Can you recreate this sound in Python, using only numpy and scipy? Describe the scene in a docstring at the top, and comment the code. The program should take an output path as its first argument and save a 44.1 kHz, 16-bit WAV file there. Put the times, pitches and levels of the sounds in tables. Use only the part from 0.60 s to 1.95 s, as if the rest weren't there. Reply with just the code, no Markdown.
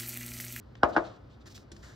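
"""A quiet room: a small glass bottle is stood on a wooden table; one edge knocks down, then the base drops
flat and rocks. Filtered impulses ring table modes, dense wood, glass and the room.
The glass slides a little under the fingers; then the hands rub and tick against another bottle in its
foam tray, all made of shaped noise, with faint ringing of the box under the ticks.
A low room rumble of coloured noise lies underneath, heard by a close pair of microphones."""
import sys
import numpy as np
from scipy import signal
from scipy.fft import rfft, irfft
from scipy.io import wavfile

SR = 44100
rng = np.random.default_rng(int(sys.argv[2]) if len(sys.argv) > 2 else 0)


def put_to_file(sound):
    """Save the sound as 16-bit audio at rate SR, in the file named by the first command-line argument."""
    columns = np.atleast_2d(sound).T  # one column per channel
    safe = np.clip(columns, -1, 1)
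    whole_steps = np.round(safe * 32767)
    wavfile.write(sys.argv[1], SR, whole_steps.astype(np.int16))


N = 59535
TIME = np.arange(N) / SR  # seconds
BINS = np.fft.rfftfreq(2 * N, 1 / SR)  # Hz, for spectra padded to twice the length
ROOM_T60_S, ROOM_RISE_S = 0.46, 0.0024


def from_db(db):
    """Decibels to gain."""
    return 10 ** (np.asarray(db) / 20)


def at_bins(points):
    """Spread a table over frequency, joined by straight lines on a log axis."""
    hz, value = np.transpose(points)
    return np.interp(np.log(BINS + 1), np.log(hz), value)


def noise(spectrum):
    """Coloured stereo noise of rms 1, its sides sharing as much as a close microphone pair would hear."""
    # Likeness of left and right. Each row: frequency in Hz, correlation (1 is identical).
    likeness = [(60, 1), (130, 0.99), (400, 0.36), (700, -0.02), (1000, 0.3), (1500, 0.7), (2400, 0.45),
                (3500, 0.8), (15000, 0.9)]
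    mid, side = rfft(rng.standard_normal((2, 2 * N)))
    alike = np.clip(at_bins(likeness), 0, 1)
    pair = np.sqrt(1 + alike) * mid + np.sqrt(1 - alike) * side * [[1], [-1]]
    x = irfft(pair * from_db(at_bins(spectrum)))[:, :N]
    return x / x.std()


def tail(spectrum, t60, rise_s):
    """A dense response: coloured noise that swells and dies away, at unit energy."""
    decay = from_db(-60 * TIME / t60)
    swell = 1 - np.exp(-TIME / rise_s)
    x = noise(spectrum) * decay * swell
    return x / np.sqrt(np.sum(x ** 2) / 2)  # mean energy of the two sides


def through(x, response):
    """Play a mono signal through a mono or stereo response by convolution."""
    return signal.fftconvolve(x[None], np.atleast_2d(response), axes=1)[:, :N]


def ringing(modes, alternate=True):
    """Impulse response of a body: decaying sines, of alternating sign or all in step."""
    response = 0
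    for k, (hz, db, t60) in enumerate(modes):
        sign = -1 if alternate and k % 2 else 1
        decay = from_db(db - 60 * TIME / t60)
        response = response + sign * decay * np.sin(2 * np.pi * hz * TIME)
    return response


def click(s, db):
    """One impulse, the shortest possible blow."""
    x = np.zeros(N)
    x[int(s * SR)] = from_db(db)
    return x


def cut(x, hz, kind, order):
    """Butterworth low- or high-pass."""
    sos = signal.butter(order, hz, kind, fs=SR, output="sos")
    return signal.sosfilt(sos, x + 1e-18)  # the tiny offset keeps the filter clear of denormal numbers


def friction(spectrum):
    """Rubbing noise, made grainy by tiny sticks and slips that wander its level."""
    grain_db, grains_per_s = 1, 340
    slips = np.interp(TIME * grains_per_s, np.arange(N), rng.standard_normal(N))
    return noise(spectrum) * from_db(grain_db * slips)


def strokes(rows, spectrum):
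    """Friction under strokes that rise in a straight line, hold and let go exponentially."""
    attack_s, release_s = 0.0093, 0.013
    level = 0
    for s, length, db in rows:
        rise = np.clip((TIME - s) / attack_s, 0, 1)
        release = np.exp(-np.maximum(TIME - s - length, 0) / release_s)
        level = level + from_db(db) * rise * release
    return level * friction(spectrum)


def room_rumble():
    """Steady coloured noise, heaviest in the bass: the air of the room."""
    # Colour of the rumble. Each row: frequency in Hz, level in dB.
    floor = [(20, -31), (35, -18), (58, 2), (85, -1.5), (118, 2.5), (160, -9), (220, -6.5), (500, -14),
             (750, -20), (1300, -22.5), (2400, -33), (4900, -38), (6500, -48.5), (15000, -60.5)]
    return from_db(-52) * noise(floor)


def foam_push():
    """The second bottle is pushed in its foam pocket: friction as glass starts to slip, then settles."""
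    # Pushes. Each row: start in seconds, level in dB, fade in dB per second.
    pushes = [(0.85, -48.5, 339), (1.215, -52.5, 66)]
    # Colour of glass on foam. Each row: frequency in Hz, level in dB.
    push_colour = [(300, -13), (900, -3), (1300, 1.5), (1800, 3.5), (2300, -7.5), (4500, -6), (7000, -7.5),
                   (10000, -19), (13000, -26), (16000, -40)]
    rise_s = 0.018
    level = 0
    for s, db, fade_db_per_s in pushes:
        age = np.maximum(TIME - s, 0)
        rise = np.minimum(age / rise_s, 1) ** 2
        level = level + rise * from_db(db - fade_db_per_s * age)
    return level * friction(push_colour)


def skin_rubs():
    """Skin rubs over glass and foam: bright grainy friction."""
    # Rubs. Each row: start in seconds, hold length in seconds, level in dB.
    rubs = [(.281, 0.022, -60.5), (.858, 0.019, -57.5), (.896, 0.03, -59), (.943, 0.025, -51.5),
            (.985, 0.043, -69.5), (1.125, 0.17, -70)]
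    # Colour of the rubbing. Each row: frequency in Hz, level in dB.
    rub_colour = [(400, -20.5), (1000, -18), (2200, 0), (3500, 4), (5100, 6), (7000, 0), (10000, -6),
                  (12500, -12), (16000, -16.5)]
    return strokes(rubs, rub_colour)


def bottle_slides():
    """The bottle slides on wood and under the fingers: short grainy friction."""
    # Slides. Each row: start in seconds, hold length in seconds, level in dB.
    slides = [(.16, 0.018, -69), (.320, 0.027, -55.5), (.435, 0.039, -57), (.48, 0.086, -67),
              (.695, 0.051, -68.5), (.8, 0.025, -68.5)]
    # Colour of the sliding. Each row: frequency in Hz, level in dB.
    slide_colour = [(500, -9), (1500, -6), (2400, -1), (3700, 4.5), (5500, -4.5), (7500, -11), (10000, -22),
                    (12500, -38), (16000, -31)]
    return strokes(slides, slide_colour)


def finger_ticks():
    """Fingertips and nails tick on bottle and tray: decaying scuffs, a little room, a bump of box modes."""
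    # Ticks. Each row: start in seconds, level in dB, t60 in seconds, low-pass in Hz,
    # dull blow to the box in dB.
    ticks = [(0.1525, -37, 0.021, 2590, -34), (.8570, -51, 0.03, 6000, -8), (.8750, -50, 0.035, 12000, -7),
             (0.948, -54, 0.03, 12000, -33), (0.9766, -38, 0.016, 4500, -14),
             (1.1161, -44.5, 0.053, 11900, 3.5), (1.164, -45, 0.026, 6940, -13)]
    # Colour of a scuff. Each row: frequency in Hz, level in dB.
    tick_colour = [(200, 3), (800, -1.5), (1600, 4.5), (2400, 1.5), (3500, 4), (5100, 4.5), (9000, -1.5),
                   (12000, -24), (16000, -16)]
    # Resonances of the box. Each row: frequency in Hz, level in dB, t60 in seconds.
    box_modes = [(59.5, -52, 0.9), (202.8, -56, 0.36), (335.5, -50, 0.16), (400, -51.5, 0.053)]
    rise_s, room_db = 0.0021, -18.5
    scuff = noise(tick_colour)
    dry, bumps = 0, 0
    for s, db, t60, bright_hz, bump_db in ticks:
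        age = np.maximum(TIME - s, 0)
        level = from_db(db - 60 * age / t60) * np.minimum(age / rise_s, 1)
        dry = dry + cut(level * scuff, bright_hz, "low", order=2)
        bumps = bumps + click(s, bump_db)
    room = from_db(room_db) * through(dry[0], tail(tick_colour, ROOM_T60_S, ROOM_RISE_S))
    return dry + room + through(bumps, ringing(box_modes))


def bending(x):
    """Deep bending waves travel slowest, so crossing the table top spreads a blow into a falling chirp."""
    travel_s, together_hz = 0.00356, 1722  # travel time at 1 kHz; all pitches above together_hz arrive at once
    slowness = np.sqrt(1000 / np.maximum(BINS, 30))
    delay = travel_s * np.maximum(slowness - np.sqrt(1000 / together_hz), 0)  # behind the treble
    phase = 2 * np.pi * np.cumsum(delay) * BINS[1]  # summing group delay over frequency gives phase
    return irfft(rfft(x, 2 * N) * np.exp(-1j * phase))[:N]


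def table_top(force, spot):
    """The first wave passes, then standing waves build up, each as strongly as the struck spot allows."""
    # First bending wave to cross the table top. Each row: frequency in Hz, level in dB.
    wave = [(30, -8), (75, 17.5), (300, 17), (550, 19.5), (800, 26.5), (1170, 16), (1500, 25.5),
            (1950, 8.5), (2800, -1), (8000, -43.5)]
    # Modes of the table top. Each row: frequency in Hz, level in dB struck under the edge,
    # level in dB struck under the base, t60 in seconds.
    table_modes = [(289.4, -30, -25, 0.19), (315.3, -32.5, -17, 0.078), (340.5, -22, -18, 0.12),
                   (474, -27.5, -25, 0.064), (539.5, -32, -31.5, 0.19), (636.6, -26, -24, 0.12),
                   (712, -26, -27, 0.18), (819.4, -23, -41, 0.11), (916, -25.5, -20, 0.098),
                   (1081, -18.5, -32.5, .075), (1240, -24, -25, .1), (1515, -28, -32, 0.039),
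                   (1633, -17.5, -18, 0.048), (1686, -41, -33, 0.047), (1855, -44, -33, 0.076)]
    build_s = 0.0036  # standing waves form as the edges send the blow back
    first = irfft(rfft(force, 2 * N) * from_db(at_bins(wave)))[:N]
    modes = [(hz, base_db if spot > .5 else edge_db, t60) for hz, edge_db, base_db, t60 in table_modes]
    standing = ringing(modes, alternate=False) * (1 - np.exp(-TIME / build_s))
    return first + through(force, standing)


def bottle_on_table():
    """Each contact drives the table's modes, the dense wood and the room, and clicks in the glass."""
    # Glass meets table. Each row: start in seconds, level in dB, low-pass (contact brightness) in Hz,
    # bass cut in Hz, glass click in dB, spot (0 under the edge, 1 under the base).
    knocks = [(0.2329, 1, 1900, 70, 1.5, 0), (0.2411, -16.5, 1233, 151, -21, 0),
              (.3530, -17, 600, 283, -33.5, 1), (0.3647, -2.5, 3600, 450, -7.5, 1),
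              (0.3739, -4, 400, 330, -36, 1), (0.38, -9.5, 1300, 336, -27, 1)]
    # Hand-damped bottle and cap. Each row: frequency in Hz, level in dB, t60 in seconds.
    glass_modes = [(2883, -33.5, 0.036), (3290, -29, 0.012), (4030, -31.5, 0.0084), (5110, -33, 0.014),
                   (5600, -38, 0.014), (8090, -41.5, 0.0084)]
    # Dense ringing of the wood and first reflections. Each row: frequency in Hz, level in dB.
    wood_colour = [(80, 0), (200, -19.5), (330, 1.5), (700, -1.5), (1100, 1.5), (1600, -5.5), (2100, -13),
                   (3500, -23.5), (7000, -34), (15000, -58)]
    # Colour of the room tail. Each row: frequency in Hz, level in dB.
    room_colour = [(80, -17), (250, -1), (450, -4), (650, 2.5), (900, -7.5), (1250, -6), (1700, -14.5),
                   (2300, -24.5), (4000, -29.5), (8000, -35), (15000, -64)]
    # Standing waves that linger in the room. Each row: frequency in Hz, level in dB, t60 in seconds.
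    room_modes = [(447, -57.5, 0.59), (572, -45, .5), (602.3, -41, 0.46), (631, -52, 0.37),
                  (706, -42.5, 0.45), (739, -43.5, 0.35), (852, -53, 0.37), (1114, -48, 0.19),
                  (1257, -48.5, 0.63)]
    wood_db, wood_t60_s, wood_rise_s = 7.5, 0.076, 0.0029
    room_db = 3
    glass = ringing(glass_modes)
    room = from_db(room_db) * tail(room_colour, ROOM_T60_S, ROOM_RISE_S)
    room = room + ringing(room_modes, alternate=False)
    out = 0
    for s, db, bright_hz, bass_hz, glass_db, spot in knocks:
        blow = cut(click(s, db), bright_hz, "low", order=1)
        force = bending(cut(blow, bass_hz, "high", order=1))
        wood = from_db(wood_db) * tail(wood_colour, wood_t60_s, wood_rise_s)  # drawn anew for each contact
        out = out + table_top(force, spot) + through(force, wood + room)
        out = out + through(click(s, glass_db), glass)
    return out


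def scene():
    """The room's rumble, handling noises and knocks, summed."""
    handling = foam_push() + skin_rubs() + bottle_slides() + finger_ticks()
    return room_rumble() + handling + bottle_on_table()


def record(dry):
    """The two microphones differ in phase and level over frequency; a steep low-pass cuts the top."""
    # Phase between the microphones. Each row: frequency in Hz, lead of the left in radians.
    port_phase = [(20, 0), (200, .1), (480, .5), (900, -.1), (1450, -.2), (2000, -1.9), (2500, -3.2),
                  (3200, -5.5), (4000, -6.4), (6200, -7.2), (8000, -8.2), (9100, -9.4), (10400, -9.5),
                  (13000, -12.5)]
    # Balance of the microphones. Each row: frequency in Hz, left minus right in dB.
    port_balance = [(130, -0.5), (330, 0.5), (630, 7.5), (950, 1.5), (1600, 1), (3000, -0.5)]
    cutoff_hz = 15800
    sides = np.array([[.5], [-.5]])  # each side takes half the difference
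    ports = from_db(sides * at_bins(port_balance)) * np.exp(1j * sides * at_bins(port_phase))
    heard = irfft(rfft(dry, 2 * N) * ports)[:, :N]
    return signal.sosfilt(signal.ellip(12, .1, 80, cutoff_hz, fs=SR, output="sos"), heard)


dry = scene()
out = record(dry)
put_to_file(out)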